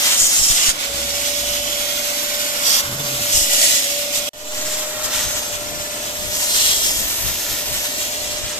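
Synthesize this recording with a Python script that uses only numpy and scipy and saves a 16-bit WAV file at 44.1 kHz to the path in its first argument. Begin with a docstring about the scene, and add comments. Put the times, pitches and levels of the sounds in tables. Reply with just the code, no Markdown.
"""A wet vacuum's nozzle is drawn over a car seat, heard close by, first from above. Air hisses through the
slot and swells where the lip leaks; the motor hums, the air path whistles, eddies thump the microphone.
From 0.9 s the ribbed weave buzzes under the lip in three strokes, with more leaks and thumps near 3.4 s.
At 4.3 s the sound breaks off briefly and fades back in, now heard from the side.
From 4.8 s a gusty draught and puffs of stray air buffet the microphone."""
import sys
import numpy as np
from scipy import signal
from scipy.fft import rfft, irfft
from scipy.io import wavfile
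from scipy.ndimage import uniform_filter1d

SR = 44100
rng = np.random.default_rng(int(sys.argv[2]) if len(sys.argv) > 2 else 0)


def digitize_waveform(pressure):
    """Quantize a signal to 16-bit integers and store it at the path in sys.argv[1].

    Rows of a 2-D input are taken as channels; values are limited to [-1, 1].
    """
    field = np.atleast_2d(pressure).T
    bounded = np.clip(field, -1, 1)
    quanta = np.round(bounded * 32767).astype(np.int16)
    wavfile.write(sys.argv[1], SR, quanta)


N = 378819
FFT_SIZE, HOP = 1024, 256
TIME_S = np.arange(N) / SR
FRAME_S = np.arange(N // HOP + 2) * HOP / SR
FREQ_HZ = np.maximum(np.arange(FFT_SIZE // 2 + 1) * SR / FFT_SIZE, 1)[:, None]
PAN = np.array([[.5], [-.5]])  # pan_db is left minus right
BREAK_START_S, BREAK_END_S = 4.291, 4.333
SIDE_SAMPLES, SIDE_FRAMES = TIME_S > BREAK_START_S, FRAME_S > BREAK_START_S
SEALED_BRIGHT_DB = 1.67  # bright_db is upper over lower hiss band

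# hiss with the lip on the cloth, per position: time_s, level_db
SEALED_HISS = [
    [(0, -20), (.74, -28.5), (.97, -22.5), (1.4, -21), (2.6, -23), (2.92, -26.5), (3.27, -20.5),
     (3.97, -21.5), (4.28, -24.5)],
    [(4.34, -30), (4.73, -22.5), (4.93, -27.5), (5.28, -22), (5.6, -27), (6.05, -27), (7.05, -23),
     (7.95, -23), (8.59, -25.5)],
]
# lip lifts, air rushes in: open_s, close_s, attack_s, release_s, hiss_db, bright_db, spray_db
LIP_LEAKS = [ (0.013, 0.167, 0.039, 0.051, -13.5, 2, -22), (0.177, 0.278, 0.019, 0.029, -13, 11, -22),
             (0.28, 0.565, 0.027, 0.017, -15, 9.5, -23), (0.552, 0.712, 0.13, 0.019, -11, 5, -19),
             (0.788, 0.863, 0.013, 0.026, -21, 0.5, -28), (2.645, 2.811, 0.034, 0.0064, -17, 5.5, -17.5),
             (3.321, 3.45, 0.0083, 0.014, -14, 9.5, -21), (3.51, 3.816, 0.053, 0.064, -13.5, 5, -22),
             (4.135, 4.194, 0.012, 0.014, -17, 5, -21.5), (5.037, 5.063, 0.0069, 0.012, -18, 8, -22),
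             (5.112, 5.214, 0.031, 0.016, -19.5, 2, -24), (6.326, 7.02, 0.09, 0.04, -19.5, 7, -23.5),
             (6.535, 6.737, 0.036, 0.02, -16, 3.5, -21), ]
# water in the stream: time_s, spray_over_sealed_hiss_db
SPRAY_LEVEL = [(0, 0), (.8, -5), (1.75, -1.5), (3.1, -0.5), (3.7, -1), (4.2, -3), (5.95, -3), (7.15, 2.5),
               (7.85, -1), (8.5, -7)]
# hollow rush: time_s, level_db
RUSH_ENVELOPE = [(0, -30.5), (.25, -36.5), (.8, -37), (2.2, -34.5), (2.92, -32), (3.6, -38.5), (3.95, -43),
                 (5.1, -32.5), (6.2, -39.5), (6.7, -37.5), (8.59, -38.5)]
# nozzle position: time_s, pan_db
NOZZLE_PAN = [(0, 0.5), (1.1, -2.5), (3.6, -0.5), (4.3, -1.5), (5.1, 1.4), (8.59, 0.9)]
# hiss (sealed, leaking, from the side), spray and rush: freq_hz, density_db
SEALED_SPECTRUM = [(1060, -19), (1800, -1.5), (2180, 8.5), (2420, 5.5), (3320, 8), (4430, 4), (5330, 2.5),
                   (5950, 2.5), (6080, 1.5), (7100, 4), (7700, 2), (8290, -1), (10500, -8), (13600, -37),
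                   (22000, -120)]
LEAKING_SPECTRUM = [(1060, -59), (1800, -8.5), (2130, -7.5), (2370, -8), (3200, -3), (4100, -5),
                    (4650, -4.5), (5400, -1), (6310, 0.5), (6900, 3), (7820, -0.5), (8410, -1.5),
                    (9610, -10), (10500, -7), (13600, -19), (22000, -120)]
SIDE_SPECTRUM = [(1060, -51), (1800, -4), (1920, -6), (2180, -6), (3150, -3.5), (4560, -4), (5170, -2),
                 (5860, 1), (6360, 1.5), (6650, 2.5), (8170, 0), (9470, -10), (10500, -9.5), (13600, -32),
                 (22000, -120)]
SPRAY_SPECTRUM = [(8500, -13.5), (9900, -10), (11200, -1), (12200, 1.5), (13200, 0.5)]
RUSH_SPECTRUM = [(600, -12), (850, -0.5), (1150, 0.4), (1400, 3), (1800, -3.5), (2050, -6.5), (2800, -17.5)]
# nozzle shell resonances: freq_hz, width_hz, gain_db
SHELL_MODES = [(2360, 180, -1), (3760, 150, 0), (5230, 280, 2)]
# lip edge tones and, at 4.4-5 s, impeller whine: start_s, end_s, first_hz, last_hz, gain_db
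BREATHY_TONES = [ (0, .19, 2180, 2210, 2.5), (.18, .3, 6900, 6750, 4), (.18, .28, 8200, 8100, 2),
                 (.33, .56, 7350, 7250, 2), (0.396, 0.515, 5400, 5650, 5.5), (.6, .72, 6750, 6900, 1.5),
                 (.58, 0.705, 2850, 2900, 6), (1.42, 2, 2850, 3480, 5), (2.639, 2.815, 4700, 4800, 9),
                 (2.64, 2.82, 3440, 3370, 5), (2.64, 2.814, 5730, 5800, 6.5), (3.32, 3.45, 2950, 3000, 1),
                 (3.325, 3.45, 5600, 5700, 1), (3.48, 3.763, 10600, 11100, 4.5), (3.51, 3.75, 626, 620, 15),
                 (4.22, 4.405, 3410, 2950, 5), (4.384, 5.009, 7305, 7340, 5.5), (6.45, 6.85, 4150, 4050, 5),
                 (6.5, 7, 5300, 5420, 2), (6.481, 6.82, 8250, 8320, -0.5), (6.53, 6.76, 7000, 6876, -0.5),
                 (6.55, 7, 6150, 6230, 0), (6.556, 6.95, 3330, 3330, 2.5), ]
# colour of the two microphone ports: freq_hz, pan_db
PORT_COLOUR = [(1000, 0), (2200, -2.5), (3300, -3.5), (4500, -5), (6000, -4.5), (7400, 2), (8500, 10.5),
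               (9500, 6.5), (11000, -5.5), (13000, 7.5), (14400, -5)]
# motor, per position: time_s, shaft_hz, hum_db
MOTOR_RUN = [
    [(0, 590, -38), (.13, 584, -39), (.3, 573, -55), (.8, 555, -48), (.85, 561, -35), (1.05, 569, -34.5),
     (1.3, 579, -32), (2.5, 585.3, -34.5), (2.86, 576.4, -38.5), (3.25, 584.4, -35), (3.6, 574.3, -36.5),
     (3.84, 566, -37), (3.94, 577, -30.5), (4.28, 586, -33)],
    [(4.34, 602, -35), (4.75, 607.5, -33), (5.1, 609, -35), (5.45, 590, -36.5), (6.35, 597, -37.5),
     (6.75, 585, -41), (7.1, 588.5, -48), (7.8, 590.3, -39.5), (8.59, 598, -36)],
]
# machine roar as the cabin colours it: freq_hz, density_db
ROAR_ABOVE_SPECTRUM = [(20, -3), (60, -9.5), (130, -3), (185, -9), (235, 4), (310, 3.5), (385, -12.5),
                       (480, 0.5), (620, 4.5), (740, 1.5), (900, -9.5), (1180, -7), (1600, -24),
                       (2500, -45)]
ROAR_SIDE_SPECTRUM = [(20, -5), (65, 0.5), (130, -3), (190, -6.5), (290, 4.5), (350, -7.5), (400, 2),
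                      (480, -3), (630, 5.5), (780, -2.5), (880, -7), (1010, -1.5), (1200, -34), (2500, -33)]
# impeller whine at usual speed: pitch_hz, above_db, side_db
IMPELLER_TONES = [(5280, -44, -51), (7020, -40, -43)]
# slot whistles while the lip seats well: start_s, end_s, level_db
SLOT_WHISTLE_SPANS = [(1, 1.4, -34.5), (1.397, 2.5, -34), (2.9, 3.28, -36.5), (5.15, 5.58, -32.5),
                      (5.601, 6.249, -45), (7, 7.55, -37), (7.75, 8.399, -43)]
# lip over the weave: start_s, fastest_s, end_s, top_rib_hz, level_db
WEAVE_STROKES = [(0.878, 0.923, 1.85, 62.6, -33.5), (1.401, 1.504, 2.37, 53.9, -37.5),
                 (2.83, 2.992, 3.45, 132.9, -28)]
# eddies striking the left port: start_s, level_db, decay_s
EDDY_STRIKES = [(.209, -30, .005), (0.218, -20, 0.017), (0.236, -24, .012), (.394, -17, .004),
                (.413, -15, 0.011), (0.502, -12, 0.0055), (.512, -14, 0.01), (.684, -15, 0.011),
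                (3.345, -17, .007), (3.357, -15.5, .008), (3.377, -13, .005), (3.416, -15, 0.011)]
# air puffs on the microphone: centre_s, length_s, level_db, pan_db
AIR_PUFFS = [(4.204, .08, -43, 2), (5.058, 0.023, -33, 1), (5.55, .046, -39, 7), (6.261, 0.1, -37.5, 17),
             (7.019, 0.094, -38, 17), (7.275, 0.09, -37.5, 22), (7.525, 0.062, -37.5, 17),
             (7.739, 0.074, -40, 18), (8.281, 0.15, -42.5, 15), (8.444, 0.061, -38, 11)]
# inaudible slow drift: start_s, rise_s, fall_s, peak_db, pan_db
SLOW_DRIFTS = [(3.44, .07, 0.22, -39, 24), (4.3, 0.24, 0.55, -29, 0)]


def nozzle(flutter_db=0.92, spatter_db=0.72, rush_follow=0.68):
    """Slot hiss, fine spray above it, hollow rush below; all swell with a leak, roughened by drops."""
    sealed_db, leak_db, bright_db, spray_db = airflow(FRAME_S)
    flow_db = sealed_db + leak_db
    rush_db, = curves(RUSH_ENVELOPE, FRAME_S)
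    rush_db += rush_follow * (leak_db - bright_db + SEALED_BRIGHT_DB)  # a thin, bright gap adds little
    pan_db, = curves(NOZZLE_PAN, FRAME_S)
    tint_db = PAN[:, :, None] * (pan_db + spectrum_db(PORT_COLOUR)) + breathy_db() + reflections_db()
    # the path difference to the ports moves with the hand
    lag_s = np.where(SIDE_FRAMES, .00012, .00045) + 0.000157 * frame_wander(0.8)
    hiss_shape_db = slot_spectrum_db(flow_db, bright_db)
    hiss = turbulence(hiss_shape_db, flow_db - 1, tint_db, lag_s, shared=0.44)
    spray = turbulence(spectrum_db(SPRAY_SPECTRUM), spray_db, tint_db, lag_s, shared=0.33)
    rush = turbulence(spectrum_db(RUSH_SPECTRUM), rush_db, tint_db, lag_s, shared=0.42)
    return (hiss + spray + rush) * undb(flutter_db * wander(16.6) + spatter_db * wander(900))


def airflow(at_s, usual_db=-25, bright_follow=0.27):
    """Sealed stream and leak jets add in power; a stronger stream is brighter."""
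    sealed_db, = curves(SEALED_HISS, at_s)
    power = undb(sealed_db) ** 2
    bright_sum = power * (SEALED_BRIGHT_DB + bright_follow * (sealed_db - usual_db))
    spray_power = power * undb(curves(SPRAY_LEVEL, at_s)[0]) ** 2
    for open_s, close_s, attack_s, release_s, hiss_db, bright_db, spray_db in LIP_LEAKS:
        gap = (1 + np.tanh((at_s - open_s) / attack_s)) * (1 - np.tanh((at_s - close_s) / release_s)) / 4
        jet_power = (gap * undb(hiss_db)) ** 2
        power += jet_power
        bright_sum += jet_power * bright_db
        spray_power += (gap * undb(spray_db)) ** 2
    leak_db = 10 * np.log10(power) - sealed_db
    return sealed_db, leak_db, bright_sum / power, 10 * np.log10(spray_power)


def slot_spectrum_db(flow_db, bright_db, sealed_db=-23, leaking_db=-16):
    """More flow shifts the jet from the sealed to the leaking spectrum; a thin gap tilts it upwards."""
    leak = np.clip((flow_db - sealed_db) / (leaking_db - sealed_db), 0, 1)
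    seated_db = np.where(SIDE_FRAMES, spectrum_db(SIDE_SPECTRUM), spectrum_db(SEALED_SPECTRUM))
    shape_db = (1 - leak) * seated_db + leak * spectrum_db(LEAKING_SPECTRUM)
    shape_db += sum(gain_db * resonance(hz, width_hz) for hz, width_hz, gain_db in SHELL_MODES)
    tilt_db = bright_db - band_db(shape_db, 5200, 9000) + band_db(shape_db, 2200, 4500)
    return shape_db + tilt_db / 2 * np.tanh(5 * np.log(FREQ_HZ / 4800))


def breathy_db(width_ratio=0.1):
    """Gliding noise peaks: edge tones at the lip; impeller whine near 7.3 kHz while the motor runs fast."""
    total_db = 0
    for start_s, end_s, first_hz, last_hz, gain_db in BREATHY_TONES:
        pitch_hz = np.interp(FRAME_S, [start_s, end_s], [first_hz, last_hz])
        held = np.exp(-((2 * FRAME_S - start_s - end_s) / (end_s - start_s)) ** 6)
        total_db += gain_db * held * resonance(pitch_hz, width_ratio * pitch_hz)
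    return total_db


def reflections_db(depth_db=1.58, sway=0.0409, count=7):
    """Echoes off seat, door and hand comb the hiss; the combs slide, swell and fade as the nozzle moves."""
    combs_db = np.zeros((2, len(FREQ_HZ), len(FRAME_S)))
    for port_db in combs_db:
        for lag_s in np.geomspace(.002, .009, count) * rng.uniform(.85, 1.15, count):
            path_s = lag_s * (1 + sway * frame_wander(0.806))
            strength = 1 + 0.63 * frame_wander(2.55)
            port_db += depth_db * strength * np.cos(2 * np.pi * FREQ_HZ * path_s)
    return combs_db - 10 * np.log10(np.mean(undb(combs_db) ** 2, axis=1, keepdims=True))


def motor(wobble_hz=0.5, leak_duck=0.2, pan_db=2.1, lead_rad=0.44):
    """Shaft unbalance hums over the machine's broad roar; the hum sinks while the lip leaks."""
    shaft_hz, hum_db = curves(MOTOR_RUN, TIME_S)
    hum_db -= leak_duck * airflow(TIME_S)[1]
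    turn_rad = phase_rad(shaft_hz + wobble_hz * wander(9.6)) + PAN * lead_rad
    octave_db = np.where(SIDE_SAMPLES, -16, -27)
    hum = np.sqrt(2) * (np.sin(turn_rad) + undb(octave_db) * np.sin(2 * turn_rad))
    cabin_db = np.where(SIDE_FRAMES, spectrum_db(ROAR_SIDE_SPECTRUM), spectrum_db(ROAR_ABOVE_SPECTRUM))
    roar_db = np.where(SIDE_FRAMES, -36.5, -37)
    roar = turbulence(cabin_db, roar_db, breathy_db(), lag_s=0, shared=0.81)
    return hum * undb(hum_db + .5 * wander(5.8) + PAN * pan_db) + roar


def whistles(usual_shaft_hz=583, slot_hz=6320, ramp_s=0.075, blur_hz=7, leak_choke=0.6, pan_db=-8.4):
    """Unsteady tones of impeller and slot rise with motor speed; a leak chokes them."""
    speed = curves(MOTOR_RUN, TIME_S)[0] / usual_shaft_hz
    choke_db = leak_choke * airflow(TIME_S)[1]
    tones = [(hz * speed, undb(np.where(SIDE_SAMPLES, side_db, above_db)))
             for hz, above_db, side_db in IMPELLER_TONES]
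    slot_gain = 0
    for start_s, end_s, level_db in SLOT_WHISTLE_SPANS:
        seated = (np.tanh((TIME_S - start_s) / ramp_s) - np.tanh((TIME_S - end_s) / ramp_s)) / 2
        slot_gain += undb(level_db) * seated
    tones.append((slot_hz * np.sqrt(speed), slot_gain))
    sound = 0
    for pitch_hz, gain in tones:
        tone_rad = phase_rad(pitch_hz + blur_hz * wander(46))
        waver_db = -1.5 * wander(1.2) + 1.5 * wander(25)
        lead_rad = 1.4 * wander(0.63)
        sound += gain * undb(waver_db - choke_db + PAN * pan_db) * np.sin(tone_rad + PAN * lead_rad)
    return sound


def weave(slowest=0.36, fade_db_per_s=19, jitter=0.08, overtone_db=-13, scuff_db=-6.5):
    """The lip bumps over the cloth's ribs; pitch and level follow stroke speed as the hand eases off."""
    rib_hz, gain = 0, 0
    for start_s, fastest_s, end_s, top_rib_hz, level_db in WEAVE_STROKES:
        speed = np.sqrt(arch(start_s, fastest_s, end_s))
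        rib_hz = np.maximum(rib_hz, (speed > 0) * top_rib_hz * (slowest + (1 - slowest) * speed))
        gain += speed * undb(level_db - fade_db_per_s * np.maximum(TIME_S - start_s, 0))
    rib_rad = phase_rad(rib_hz * (1 + jitter * wander(35)))
    buzz = np.sin(rib_rad) + undb(overtone_db) * (np.sin(2 * rib_rad) + np.sin(3 * rib_rad) / 2)
    scuff = undb(scuff_db) * wander(580)
    return (buzz + scuff) * gain * undb(2 * wander(25))


def thumps(attack_s=0.00094, pan_db=24, port_hz=5):
    """Each eddy drops the pressure at once; it eases back and, as the port leaks, slowly overshoots."""
    pressure = np.zeros(N)
    for start_s, level_db, decay_s in EDDY_STRIKES:
        age_s = np.maximum(TIME_S - start_s, 0)
        eased = age_s / (2 * decay_s)
        pressure -= undb(level_db) * (1 - np.exp(-age_s / attack_s)) * np.exp(-eased ** 2 - eased)
    port_leak = signal.butter(1, port_hz, "highpass", fs=SR, output="sos")
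    return signal.sosfilt(port_leak, pressure) * undb((PAN - .5) * pan_db)


def buffets(band_hz=(20, 72), draught_s=4.8, rise_s=0.33, draught_db=-48.5, gust_db=5.5, draught_pan_db=8):
    """Eddies rumble on each port separately: a few puffs, and a late draught gusting at random."""
    rumble_band = signal.butter(1, band_hz, "bandpass", fs=SR, output="sos")
    eddies = unit_rms(signal.sosfilt(rumble_band, [wander(480), wander(480)]))
    puffs = sum(undb(level_db + PAN * pan_db) * np.exp(-(1.3 * (TIME_S - centre_s) / length_s) ** 2)
                for centre_s, length_s, level_db, pan_db in AIR_PUFFS)
    arrived = np.clip((TIME_S - draught_s) / rise_s, 0, 1)
    draught = arrived * undb(draught_db + gust_db * wander(3.8) + PAN * draught_pan_db)
    return eddies * np.hypot(puffs, draught)


def drift():
    """Inaudible slow drift: thump overshoot at 3.5 s, recorder offset settling after the break."""
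    return sum(undb(peak_db + PAN * pan_db) * arch(start_s, start_s + rise_s, start_s + rise_s + fall_s) ** 2
               for start_s, rise_s, fall_s, peak_db, pan_db in SLOW_DRIFTS)


def turbulence(shape_db, level_db, tint_db, lag_s, shared):
    """Stereo air noise with a moving spectrum; the shared part reaches the right port lag_s later."""
    grid = dict(nperseg=FFT_SIZE, noverlap=FFT_SIZE - HOP)
    white = signal.stft(rng.standard_normal((3, (len(FRAME_S) - 1) * HOP)), **grid)[2]
    direct = np.stack([white[2], white[2] * np.exp(-2j * np.pi * FREQ_HZ * lag_s)])
    ports = np.sqrt(shared) * direct + np.sqrt(1 - shared) * white[:2]
    shape = undb(shape_db)
    gain = shape / np.sqrt(np.mean(shape ** 2, axis=0)) * undb(level_db + tint_db)
    return signal.istft(ports * gain, **grid)[1][:, :N]


def wander(rate_hz):
    """Random drift of rms 1, low-passed at rate_hz."""
    freq_hz = np.arange(N // 2 + 1) * SR / N
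    return unit_rms(irfft(rfft(rng.standard_normal(N)) / (1 + (freq_hz / rate_hz) ** 4), N))


def frame_wander(rate_hz):
    return np.interp(FRAME_S, TIME_S, wander(rate_hz))


def curves(rows, at_s):
    """Value columns of a time table, interpolated at at_s."""
    time_s, *columns = np.vstack(rows).T
    return [np.interp(at_s, time_s, column) for column in columns]


def spectrum_db(points):
    hz, db = np.transpose(points)
    return np.interp(np.log(FREQ_HZ), np.log(hz), db)


def band_db(shape_db, low_hz, high_hz):
    inside = (FREQ_HZ > low_hz) & (FREQ_HZ < high_hz)
    return 10 * np.log10(np.sum(undb(shape_db) ** 2 * inside, axis=0))


def resonance(centre_hz, width_hz):
    return 1 / (1 + (2 * (FREQ_HZ - centre_hz) / width_hz) ** 2)


def arch(*corners_s):
    """Sine arch over start, peak and end times."""
    return np.sin(np.pi / 2 * np.interp(TIME_S, corners_s, [0, 1, 0]))


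def phase_rad(pitch_hz):
    return 2 * np.pi * np.cumsum(pitch_hz) / SR


def unit_rms(x):
    return x / np.sqrt(np.mean(x ** 2))


def undb(db):
    return 10 ** (np.asarray(db) / 20)


def scene():
    """All sources at the microphone."""
    return nozzle() + motor() + whistles() + weave() + buffets() + thumps() + drift()


def record(dry):
    """Dropout between the positions, fade back in, rounded peaks, steep top cut."""
    fade_s, fade_from_db, floor_db, ceiling, top_hz = 0.26, -10, -40.5, .85, 14180
    fade_in = np.interp(TIME_S, [BREAK_END_S, BREAK_END_S + fade_s], [undb(fade_from_db), 1])
    gate = uniform_filter1d((TIME_S < BREAK_START_S) + (TIME_S > BREAK_END_S) * fade_in, size=90)
    gated = dry * np.maximum(gate, undb(floor_db))
    rounded = gated / (1 + (gated / ceiling) ** 6) ** (1 / 6)
    return signal.sosfilt(signal.ellip(12, .1, 80, top_hz, fs=SR, output="sos"), rounded)


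dry = scene()
out = record(dry)
digitize_waveform(out)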